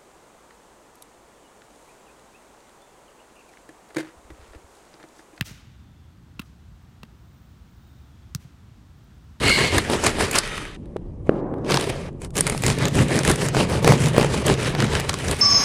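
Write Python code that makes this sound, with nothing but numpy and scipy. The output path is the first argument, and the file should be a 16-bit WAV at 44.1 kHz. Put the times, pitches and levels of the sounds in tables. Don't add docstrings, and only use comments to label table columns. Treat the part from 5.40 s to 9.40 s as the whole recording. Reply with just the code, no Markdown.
import sys
import numpy as np
from scipy import signal
from scipy.fft import rfft, irfft, next_fast_len
from scipy.io import wavfile
from scipy.ndimage import uniform_filter1d, map_coordinates

SR = 44100
rng = np.random.default_rng(int(sys.argv[2]) if len(sys.argv) > 2 else 0)


def wav_record(signal):
    frames = np.transpose(np.atleast_2d(signal))
    bounded = np.clip(frames, -1, 1)
    quanta = np.round(bounded * 32767).astype(np.int16)
    wavfile.write(sys.argv[1], SR, quanta)


N = 176400
TIME_S = np.arange(N) / SR


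def amp(db):
    return 10 ** (np.asarray(db) / 20)


def unit_rms(x):
    return x / np.sqrt(np.mean(x ** 2) + 1e-20)


def along(points, hz):
    knots_hz, values = np.transpose(points)
    return np.interp(np.log(hz + 1), np.log(knots_hz + 1), values)


def filtered(x, response):
    size = next_fast_len(len(x) + SR // 2)
    return irfft(rfft(x, size) * response(np.fft.rfftfreq(size, 1 / SR)), size)[:len(x)]


def band(x, low_hz, high_hz, order):
    sos = signal.butter(order, [low_hz, high_hz], 'band', fs=SR, output='sos')
    return signal.sosfilt(sos, x + 1e-12)


def minimum_phase(gain):
    cepstrum = irfft(np.log(gain + 1e-12))
    half = len(cepstrum) // 2
    cepstrum[1:half] *= 2
    cepstrum[half + 1:] = 0
    return np.exp(rfft(cepstrum))


def noise(spectrum):
    return unit_rms(filtered(rng.standard_normal(N), lambda hz: amp(along(spectrum, hz))))


def wobble(rate_hz):
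    count = int(N * rate_hz / SR) + 4
    curve = map_coordinates(rng.standard_normal(count), [np.arange(4 * count - 3) / 4])
    return np.interp(TIME_S * rate_hz, np.linspace(0, count - 1, len(curve)), curve)


def fuzzy_tone(pitch_hz, width_hz):
    flutter = wobble(2 * width_hz) + 1j * wobble(2 * width_hz)
    return unit_rms(np.real(flutter * np.exp(2j * np.pi * np.cumsum(pitch_hz) / SR)))


def swell(middle_s, length_s):
    return np.cos(np.pi * np.clip((TIME_S - middle_s) / length_s, -.5, .5))


def add(track, start_s, x):
    part = track[max(round(start_s * SR), 0):][:len(x)]
    part += x[:len(part)]


def burst(x):
    return x * np.sqrt(.002 * SR / np.sum(x ** 2))


# frequency_hz, gain_db
RUMBLE_SPECTRUM = [(15, -55), (25, -32), (39, -14.5), (52, -2), (70, 1), (110, -4.5), (161, -9),
                   (238, -14.5), (331, -21), (600, -37.5), (1000, -68)]
def rumble():
    return amp(-48.5 + .38 * wobble(5.83)) * noise(RUMBLE_SPECTRUM)


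# frequency_hz, gain_db
LEAF_SPECTRUM = [(260, -8.5), (450, -5), (700, 1), (1350, 0), (2300, -7), (3620, -7.5), (4800, -11),
                 (6000, -12), (8330, -15.5), (9700, -18.5), (10500, -24), (11500, -19), (15800, -23.5)]
# time_s, gain_db
LEAF_GAINS = [(0, 2), (.8, 0.5), (1.398, 1.5), (2.2, 1.5), (2.8, 2), (3.4, 1.5), (4, 2)]
def leaves():
    swell_db = np.interp(TIME_S, *np.transpose(LEAF_GAINS))
    return amp(-64.5 + swell_db + .1 * wobble(5.36)) * noise(LEAF_SPECTRUM)


# middle_s, length_s, level_db, pitch_hz
FAR_TRILLS = [(0.447, 0.7, -76, 3560), (2.5, 0.43, -75, 3720), (2.778, 0.46, -77, 3360)]
def trills(fall_hz_per_s=500):
    out = np.zeros(N)
    for middle_s, length_s, level_db, pitch_hz in FAR_TRILLS:
        glide_hz = pitch_hz - fall_hz_per_s * (TIME_S - middle_s)
        out += amp(level_db) * swell(middle_s, length_s) * fuzzy_tone(glide_hz, width_hz=150)
    return out


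# middle_s, length_s, level_db
INSECT_CALLS = [(1.36, .025, -79), (1.42, .025, -76), (1.5, .025, -75), (1.97, .6, -76), (2.46, 0.6, -75),
                (3.58, .025, -76), (3.644, .025, -74), (3.745, .025, -75), (3.84, .025, -74)]
def insects(pitch_hz=15000, pulse_hz=55):
    tone = fuzzy_tone(pitch_hz + 120 * wobble(60), width_hz=550)
    pulse = 1 + .7 * np.sin(2 * np.pi * pulse_hz * TIME_S + wobble(15))
    spells = sum(amp(db) * swell(middle_s, length_s) for middle_s, length_s, db in INSECT_CALLS)
    return spells * unit_rms(tone * pulse)


# frequency_hz, gain_db
TREE_SPECTRUM = [(100, 2), (450, -6.5), (800, -9), (1400, -2), (2500, 0.5), (4500, -0.5), (6200, 1.5),
                 (8000, -2.5), (11500, -4.5), (15500, -6)]
# frequency_hz, t60_s
TREE_DECAY = [(200, 0.43), (2000, 0.39), (6000, 0.21), (14000, 0.12)]
def tree_echo(rise_s=.029, deep_db=-6, deep_stretch=3.14):
    hz, t, hiss = signal.stft(rng.standard_normal(SR), SR, nperseg=256)
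    fall_db = -60 * t / along(TREE_DECAY, hz)[:, None]
    envelope = (amp(fall_db) + amp(deep_db + fall_db / deep_stretch)) * np.minimum(t / rise_s, 1)
    colour = amp(along(TREE_SPECTRUM, hz))[:, None]
    tail = signal.istft(hiss * envelope * colour, SR, nperseg=256)[1]
    return burst(tail * amp(1.2 * wobble(256)[:len(tail)]))


# middle_s, level_db, decay_s, edge_hz
ARM_BRUSHES = [(.025, -38.5, 0.00054, 3800), (1.0186, -42.5, .005, 4000), (1.652, -57, .002, 4500),
               (2.9595, -47, .002, 6960)]
def brushes(t):
    out = np.zeros(N)
    for middle_s, level_db, decay_s, edge_hz in ARM_BRUSHES:
        lead_s = 4 * decay_s
        rub = np.exp(-np.abs(t - lead_s) / decay_s) * rng.standard_normal(len(t))
        body = band(rub, 840, edge_hz, order=3)
        sheen = amp(-14) * band(rub, edge_hz, 15000, order=1)
        add(out, middle_s - lead_s, amp(level_db) * burst(body + sheen))
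    return out


# pitch_hz, gain_db, t60_s
AIR_MODES = [(1245, 4, 0.17), (1587, -16, 0.24), (1890, -16, 0.18), (2050, 13, 0.044), (2690, 32, 0.02),
             (3290, 1, 0.095), (3870, -8, 0.18), (4270, -33, 0.15)]
def ping(t):
    return sum(amp(gain_db + rng.normal(0, 1.2) - 60 * t / t60_s) * np.sin(2 * np.pi * pitch_hz * t)
               for pitch_hz, gain_db, t60_s in AIR_MODES)


FULL_CONTACT_S = .0008
def thump(t, pitch_hz, sag_s, swell_s, release_s, floor_hz=66.7):
    hz = floor_hz + (pitch_hz - floor_hz) * np.exp(-t / sag_s)
    rise = np.sin(np.pi / 2 * np.minimum(t / swell_s, 1))
    fall = np.abs(np.cos(np.pi / 2 * np.clip((t - swell_s) / release_s, 0, 1))) ** 2.1
    return rise * fall * np.sin(2 * np.pi * np.cumsum(hz * (t > FULL_CONTACT_S)) / SR)


# low_hz, high_hz
SKIN_BANDS = [(270, 470), (540, 1210), (1130, 1433), (1480, 1740), (2350, 3560), (3300, 3900), (5550, 6280),
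              (6600, 21000)]
def slap(t, decay_s, bands_db, touch_db=-14.5, shudder_db=-21.5, shudder_s=.0085):
    after_s = np.maximum(t - FULL_CONTACT_S, 0)
    smack = np.exp(-(after_s / decay_s) ** 2)
    shudder = amp(shudder_db) * np.exp(-after_s / shudder_s)
    crack = np.where(t < FULL_CONTACT_S, amp(touch_db), smack + shudder) * rng.standard_normal(len(t))
    crack[[0, round(FULL_CONTACT_S * SR)]] += 6 * np.array([amp(touch_db), 1])
    low_hz, high_hz = np.transpose(SKIN_BANDS)
    density_db = np.array(bands_db) - 10 * np.log10(np.abs(high_hz - low_hz) + 1)
    centres = zip(np.sqrt(low_hz * high_hz), density_db)
    outline = [(60, density_db[0] - 24), *centres, (high_hz[-1], density_db[-1] + 6.5)]
    spectrum = rfft(crack)
    ripple = np.sqrt(np.abs(uniform_filter1d(np.abs(spectrum) ** 2, size=50)))
    colour = amp(along(outline, np.fft.rfftfreq(len(t), 1 / SR))) / ripple
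    return np.linalg.norm(amp(bands_db)) * burst(irfft(spectrum * minimum_phase(colour)))


# start_s, thump_db, pitch_hz, sag_s, swell_s, release_s, slap_decay_s,
# bands_db (one for each of SKIN_BANDS), ping_gain_db, echo_db, echo_delay_s
CONTACTS = [(.0098, -20, 295, 0.0066, 0.0029, .023, 0.0013, -32.5, -31.5, -37, -23.5, -22, -25.5, -37, -28.5, -59, -29, .033),
            (0.9941, -26.5, 225, 0.032, 0.0061, 0.0061, 0.0058, -41, -44, -32, -44, -40.5, -39, -47.5, -39, -57.5, -51.5, 0.035),
            (1.632, -35.5, 230, 0.018, 0.0083, 0.0042, 0.0024, -45, -42.5, -42.5, -49, -48, -46.5, -55, -51, -72, -66, 0.039),
            (2.9488, -21, 209, .012, 0.0091, 0.011, 0.00082, -49, -44.5, -34.5, -37.5, -42.5, -34.5, -27.5, -28.5, -67, -46, 0.043)]
def rally(far_delay_s=.099, far_db=-15.5):
    out, t = np.zeros(N), np.arange(SR // 10) / SR
    for contact in CONTACTS:
        start_s, thump_db, pitch_hz, sag_s, swell_s, release_s = contact[:6]
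        slap_decay_s, *bands_db, ping_gain_db, echo_db, echo_delay_s = contact[6:]
        hit = slap(t, slap_decay_s, bands_db)
        hit += amp(thump_db) * thump(t, pitch_hz, sag_s, swell_s, release_s)
        hit += amp(ping_gain_db) * ping(t)
        add(out, start_s, hit)
        add(out, start_s + echo_delay_s, amp(echo_db) * tree_echo())
        add(out, start_s + far_delay_s, amp(far_db) * band(hit, 77, 500, order=2))
    return out + brushes(t)


def scene():
    return (rally() + rumble() + leaves() + insects() + trills())[None]


def record(dry):
    top_hz, slope_hz = 16000, 160
    return np.array([filtered(x, lambda hz: .5 - .5 * np.tanh((hz - top_hz) / slope_hz)) for x in dry])


dry = scene()
out = record(dry)
wav_record(out)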